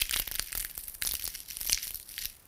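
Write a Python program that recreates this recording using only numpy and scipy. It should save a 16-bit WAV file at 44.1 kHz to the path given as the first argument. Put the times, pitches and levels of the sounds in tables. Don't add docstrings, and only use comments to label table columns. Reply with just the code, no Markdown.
import sys
import numpy as np
from scipy import signal
from scipy.fft import rfft, irfft
from scipy.io import wavfile

SR = 44100
rng = np.random.default_rng(int(sys.argv[2]) if len(sys.argv) > 2 else 0)


def master(y):
    cut = np.clip(np.atleast_2d(y).T, -1, 1)
    pcm = np.round(cut * 32767)
    wavfile.write(sys.argv[1], SR, pcm.astype(np.int16))


N = 109059

# (frequency [Hz], relative density [dB])
HISS_SPECTRUM = [(35, -38), (60, 5), (371, -6.5), (566, -8.5), (698, -9), (1740, -11), (3040, -15.5),
                 (12100, -18.5), (16000, -9.5)]
# (frequency [Hz], gain [dB])
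LEAF_MODES = [(1400, -13.5), (1750, -4.5), (2100, -1.5), (2600, -3.5), (3000, -0.5), (3400, -4),
              (3900, -1.5), (4500, 2.5), (5100, 0.5), (5700, 4.5), (6300, -7), (7050, -2), (7900, -9.5),
              (9000, -1.5), (10000, 0.5), (10900, 0.5), (11800, 1), (12800, 2.5), (13700, 0.5),
              (14600, -1.5)]
GROUP_EDGES_HZ = [3200, 7200, 11300]
# (time [s], low [dB], middle [dB], upper and top [dB])
CRACKLE_LEVELS = [(0.0, -44, -46, -44.5), (0.026, -47, -41, -36.5), (0.109, -53.5, -54, -58),
                  (0.134, -40.5, -40, -30.5), (0.247, -52, -53.5, -50), (0.373, -56, -56, -55),
                  (0.399, -56, -51.5, -43.5), (0.51, -55.5, -56, -52), (0.609, -57, -52.5, -45.5),
                  (0.663, -53.5, -54.5, -39.5), (0.725, -62, -59, -54.5), (0.8, -64.5, -58.5, -46),
                  (0.944, -67, -61, -48), (1.013, -86, -73, -55), (1.032, -56.5, -49.5, -39.5),
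                  (1.237, -58, -51, -47), (1.347, -53, -48, -44), (1.455, -69.5, -60, -57),
                  (1.509, -58, -48.5, -48), (1.585, -60, -55.5, -48), (1.722, -51.5, -39, -34),
                  (1.774, -50, -44.5, -50), (1.841, -49.5, -46.5, -40), (2.044, -83, -61.5, -55),
                  (2.094, -62.5, -55, -46), (2.172, -60, -51.5, -49), (2.19, -55.5, -47, -45),
                  (2.258, -46, -41.5, -43), (2.265, -58.5, -54, -49.5), (2.472, -87.5, -82, -71.5)]
# (time [s], flare over the crackle [dB])
SMALL_BREAKS = [(0.1889, 22), (0.2178, 17), (0.2252, 15), (0.2566, 5), (0.3203, 21), (0.363, 10.0),
                (0.385, 17), (0.4428, 13), (0.4637, -6), (0.4837, 14), (0.5052, 16), (0.5335, 7),
                (0.5965, 23), (0.6563, 15), (0.705, -6), (0.7423, 18), (0.752, 21), (0.7568, 12),
                (0.7918, 19), (0.809, 7), (0.8367, 12.0), (0.8406, 0), (0.8539, -1), (0.86, 4),
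                (0.897, 15.0), (0.9467, 19), (1.0333, 13), (1.0568, 15), (1.077, 21.5), (1.1523, 21),
                (1.159, 11.0), (1.1671, 18), (1.211, 12), (1.2224, 14), (1.2644, 17.5), (1.2827, 6),
                (1.2894, 10), (1.3394, 13.0), (1.3512, 16), (1.3569, 12.0), (1.3743, 11.5), (1.3887, 5),
                (1.3909, 15.0), (1.4317, 15), (1.4594, 19), (1.487, 17.5), (1.5019, 23), (1.5528, 11.0),
                (1.6305, 17), (1.647, 19), (1.671, 17.5), (1.6755, 16.5), (1.751, 11), (1.8418, 13),
                (1.8524, 9), (1.8783, 17), (1.8938, 13), (1.9502, 10), (1.9568, 19), (1.9649, 15.5),
                (1.9737, 17), (1.9786, 6), (2.0284, 18), (2.0906, 16), (2.1105, 8), (2.12, 9.0),
                (2.163, 10.0), (2.2086, 10), (2.227, 8), (2.2366, -3), (2.2993, 19), (2.3269, 15),
                (2.3357, 8.0), (2.352, 16), (2.454, 27.5)]
# (time [s], overload pop [dB], low [dB], low peak [Hz],
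# middle [dB], middle peak [Hz], upper [dB], top [dB])
SNAP_EVENTS = [(0.0168, -34, -51, 1800.0, -17, 4500, -11, -14),
               (0.02, -67, -9.5, 2800, -9.5, 3200.0, -44, -21),
               (0.0945, -47, -23, 3230, -18.5, 3400.0, -27, -24),
               (0.1105, -41, -21, 2060, -18.5, 4800, -16.5, -27),
               (0.1263, -61, -33, 3000.0, -19, 3320, -30, -24),
               (0.134, -39, -18, 2700.0, -15.5, 3430, -23, -37),
               (0.1388, -63, -40, 3220, -11, 3300.0, -35, -31),
               (0.1422, -56, -37, 2160, -12, 3750, -42, -31),
               (0.1614, -30.5, -13.5, 1890, -21.5, 4260, -17, -20),
               (0.1681, -45, -23, 3160, -15, 3380, -40, -35),
               (0.1725, -43, -36, 3200.0, -17, 4000, -26, -35),
               (0.198, -30, -17.5, 3260, -17.5, 4200.0, -18.5, -15.5),
               (0.2014, -63, -25, 2680, -27, 3400.0, -38, -17.5),
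               (0.221, -44, -33, 3000.0, -28, 6160, -43, -30),
               (0.2755, -36, -44, 3200.0, -27, 3300.0, -46, -23.5),
               (0.2777, -60, -35, 3200.0, -21, 3330, -36, -27),
               (0.314, -36, -26.5, 1800.0, -27.5, 6100.0, -22, -21),
               (0.342, -47.5, -53, 3100.0, -30, 6100.0, -41.0, -26),
               (0.3529, -45, -52, 2700.0, -20.5, 3500.0, -30, -18.5),
               (0.3576, -59, -28, 2450, -23, 4370, -20.5, -41),
               (0.3953, -29.5, -12.5, 1850, -11.5, 4500, -14, -23),
               (0.4254, -52, -34, 2600.0, -29.5, 4300.0, -39.0, -25),
               (0.5207, -46, -42, 3200.0, -29.5, 6100.0, -23.5, -27),
               (0.5276, -59, -18.5, 2510, -23, 3200.0, -21.5, -27),
               (0.552, -33, -13, 1300.0, -23, 4250, -24, -20.5),
               (0.557, -56, -56, 3200.0, -27, 6400.0, -26, -26),
               (0.575, -39.5, -24, 1950, -28.5, 4500.0, -18.5, -16.5),
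               (0.5798, -70, -48.0, 2900.0, -26.5, 5800.0, -38, -23),
               (0.601, -50, -26, 1490, -21, 6300.0, -18.5, -24),
               (0.606, -54, -25.5, 2950, -45, 5600.0, -19, -45),
               (0.6116, -53, -27, 1600.0, -43, 6100.0, -28, -24),
               (0.6268, -48, -44, 3200.0, -28, 3200.0, -25, -43),
               (0.6484, -42, -19.5, 1770, -25.5, 4270, -27, -17),
               (0.698, -53, -57, 3270, -31, 4100, -32, -38), (0.712, -52, -59, 3000.0, -43, 4370, -52, -29),
               (0.778, -39, -37, 1800.0, -32.5, 5960, -23.5, -19.5),
               (0.881, -60, -41, 1970, -41.5, 5300.0, -48, -24),
               (0.884, -70, -33, 1700.0, -40, 5700.0, -44, -26),
               (0.9502, -59, -35.5, 1790, -36.5, 5700, -32, -29),
               (1.0162, -57, -28, 1800.0, -35, 3200.0, -26, -36),
               (1.0224, -37, -10, 1860, -11, 3690, -16, -20),
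               (1.05, -36, -23, 1300.0, -22, 5170, -33.0, -26),
               (1.067, -40, -33, 2170, -28, 6400.0, -17, -25),
               (1.0726, -46, -16, 1400.0, -16.5, 5300, -16, -46),
               (1.0907, -43, -53, 3200.0, -21, 4160, -20, -44),
               (1.1116, -41.5, -50, 1800.0, -20, 4430, -21.5, -40),
               (1.1198, -51, -30, 1900.0, -28, 4300.0, -45, -19),
               (1.1351, -48, -51, 3200.0, -26, 4200.0, -46, -21),
               (1.14, -35.5, -45, 3220, -25.5, 4150, -16.5, -19),
               (1.1963, -55, -28, 3200.0, -29.5, 4500.0, -40.0, -25),
               (1.2417, -43.5, -61, 2000.0, -43, 5450, -32, -19.5),
               (1.2525, -60, -56, 2700.0, -44, 5900.0, -20.5, -24),
               (1.255, -47, -52, 2900.0, -23, 5700, -22, -39),
               (1.2772, -36.5, -61, 3200.0, -21, 5700.0, -24, -23),
               (1.4033, -56, -70, 2800.0, -27, 5200, -22.5, -46),
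               (1.509, -79, -24, 2640, -24.5, 6000.0, -37, -31),
               (1.5698, -51, -23.5, 2660, -26, 6150, -20, -47),
               (1.6072, -51, -43, 2100.0, -35, 4300.0, -44, -27),
               (1.6123, -40.5, -36, 3100.0, -28, 5700.0, -17.5, -41),
               (1.6545, -43.5, -42, 2700, -35, 5900, -26, -33),
               (1.6877, -47.5, -51, 3200.0, -24, 5700.0, -43, -42),
               (1.6965, -31.5, -14, 3040, -17, 5700, -38, -24),
               (1.7135, -55, -40, 2000.0, -40, 5200.0, -21, -19.5),
               (1.7211, -63, -21, 3200.0, -42, 4900.0, -16.5, -35),
               (1.7245, -42.5, -16.5, 3140, -43, 5500.0, -13.5, -24),
               (1.7299, -48, -17, 3150, -6.5, 5400, -14, -39),
               (1.7456, -47, -45, 2900.0, -14.5, 5760, -29, -28),
               (1.7751, -58, -16.5, 2160, -23, 4730, -34, -51),
               (1.7861, -53, -50, 3200.0, -25, 4500.0, -40, -35),
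               (1.8289, -56, -53, 3220, -23, 5700.0, -36, -38),
               (1.8708, -46, -33, 2900.0, -26.5, 6440, -57, -28),
               (1.907, -44.5, -38, 3230, -27.5, 3340, -43, -23),
               (1.945, -49.5, -39, 1900.0, -30, 5900, -30, -23),
               (1.9991, -57, -34, 1980, -34, 3820, -27, -37),
               (2.14, -74, -59, 2000.0, -25.5, 3930, -56, -34),
               (2.18, -76, -16.5, 2400.0, -16.5, 3180, -44, -26.5),
               (2.219, -61, -59, 2100.0, -35, 4800, -43, -44),
               (2.2478, -47, -40, 2040, -23.5, 3970, -52, -26),
               (2.2557, -62, -58, 2100.0, -24, 3900.0, -65, -23)]


def amp(db):
    return 10 ** (np.asarray(db) / 20)


def butter(x, hz, kind, order):
    return signal.sosfilt(signal.butter(order, hz, kind, fs=SR, output="sos"), x)


def impulses(time_s, heights):
    return np.bincount((time_s * SR).astype(int).ravel(), heights.ravel(), N)[:N]


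def hiss():
    hz, db = np.transpose(HISS_SPECTRUM)
    bins_hz = np.maximum(np.fft.rfftfreq(N, 1 / SR), 1)
    shape = amp(np.interp(np.log(bins_hz), np.log(hz), db))
    noise = irfft(rfft(rng.standard_normal(N)) * shape, N)
    return noise / np.sqrt(np.mean(noise ** 2))


def shed_reverb(x, t60_s=0.21):
    t = np.arange(int(.3 * SR)) / SR
    tail = rng.standard_normal(len(t)) * amp(-60 * t / t60_s) * (t > .002)
    return signal.fftconvolve(x, tail / np.linalg.norm(tail))[:N]


def leaf_ring(clicks, hz):
    t60_s = 0.0065 * (hz / 1e3) ** -0.46
    w = 2 * np.pi * hz / SR
    quick, slow = amp(-60 / (np.array([0.39 * t60_s, t60_s]) * SR))
    gain = (1 - quick ** 2) / 2
    swung = signal.lfilter([gain, 0, -gain], [1, -2 * quick * np.cos(w), quick ** 2], clicks + 1e-18)
    return signal.lfilter([0, np.sin(w)], [1, -2 * slow * np.cos(w), slow ** 2], swung)


def flurries(breaks, t60_s):
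    return signal.lfilter([1], [1, -amp(-60 / (t60_s * SR))], breaks)


def crackle(cracks_per_s=5000, faint_breaks_per_s=150, mode_share=0.4, low_cut_hz=1580):
    faint = (rng.random(N) < faint_breaks_per_s / SR) * amp(3) * rng.random(N) * 2
    break_s, break_db = np.transpose(SMALL_BREAKS)
    breaks = impulses(break_s, amp(break_db))
    envelopes = np.array([1 + flurries(faint, t60_s=0.024), flurries(breaks, t60_s=0.0078)])
    onsets = rng.random(N) < cracks_per_s / SR
    size_db = np.minimum(rng.exponential(4, N), 16)
    cracks = onsets * envelopes * amp(size_db)
    opening = np.array([np.zeros(N), breaks * amp(2)])
    groups = np.zeros((3, 2, N))
    for hz, db in LEAF_MODES:
        coupling = (rng.random(N) < mode_share) * rng.standard_normal(N)
        clicks = cracks * coupling + opening * rng.choice([-1, 1], N)
        groups[np.searchsorted(GROUP_EDGES_HZ[:2], hz)] += leaf_ring(amp(db) * clicks, hz)
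    groups = butter(groups, low_cut_hz, "high", order=4)
    time_s, *levels_db = np.transpose(CRACKLE_LEVELS)
    t = np.arange(N) / SR
    return sum(amp(np.interp(t, time_s, db)) * (even + flared) / np.std(even)
               for db, (even, flared) in zip(levels_db, groups))


def overload_pops(gain_db=7, cutoff_hz=1680):
    time_s, pop_db = np.transpose(SNAP_EVENTS)[:2]
    pulse = butter(np.arange(200) == 0, cutoff_hz, "low", order=2)
    return -np.convolve(impulses(time_s, amp(pop_db + gain_db)), pulse / pulse.max())[:N]


def fracture_runs(start_s, count=7, mean_gap_s=0.00026, loss_db=1.5, first_boost_db=3):
    gap_draw, size_draw, sign_draw = rng.random((len(start_s), 3, count)).swapaxes(0, 1)
    delay_s = 2 * mean_gap_s * (np.cumsum(gap_draw, axis=1) - gap_draw[:, :1])
    index = np.arange(count)
    jitter_db = 1 - 2 * size_draw
    size_db = jitter_db - loss_db * index + first_boost_db * (index == 0)
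    return start_s[:, None] + delay_s, amp(size_db) * np.sign(sign_draw - .5)


def snaps(gain_db=2.5, mode_spread_db=2.5, focus_db_per_octave=26):
    time_s, _, low_db, low_hz, middle_db, middle_hz, upper_db, top_db = np.transpose(SNAP_EVENTS)
    fracture_s, sizes = fracture_runs(time_s)
    colour_db = mode_spread_db * rng.standard_normal((len(time_s), len(LEAF_MODES), sizes.shape[1]))
    ringing = np.zeros(N)
    for k, (hz, mode_db) in enumerate(LEAF_MODES):
        focus_db = np.maximum(low_db - focus_db_per_octave * np.abs(np.log2(hz / low_hz)),
                              middle_db - focus_db_per_octave * np.abs(np.log2(hz / middle_hz)))
        group_db = (focus_db, focus_db, upper_db, top_db)[np.searchsorted(GROUP_EDGES_HZ, hz)]
        blows = sizes * amp(colour_db[:, k])
        coherent_power = np.abs(np.sum(blows * np.exp(2j * np.pi * hz * fracture_s), axis=1)) ** 2
        swing = np.sqrt((coherent_power + np.sum(blows ** 2, axis=1)) / 2)
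        scale = amp(group_db + mode_db + gain_db) / swing
        ringing += leaf_ring(impulses(fracture_s, blows * scale[:, None]), hz)
    whole, crumbs = (butter(ringing, hz, "high", order=4) for hz in (1400, 1800))
    return whole + (crumbs - whole) * np.arange(N) / N


def scene():
    direct = snaps() + crackle() + overload_pops()
    return (direct + amp(-15) * shed_reverb(direct) + amp(-59) * hiss())[None]


def record(dry):
    leak_db, top_cut_hz = 8, 16200
    treble = butter(dry, hz=7300, kind="high", order=4)
    swell = butter(np.abs(treble), hz=27.7, kind="low", order=2)
    thumped = butter(dry + amp(leak_db) * swell, hz=27.8, kind="high", order=3)
    return signal.sosfilt(signal.cheby2(12, 50, top_cut_hz, fs=SR, output="sos"), thumped)


dry = scene()
out = record(dry)
master(out)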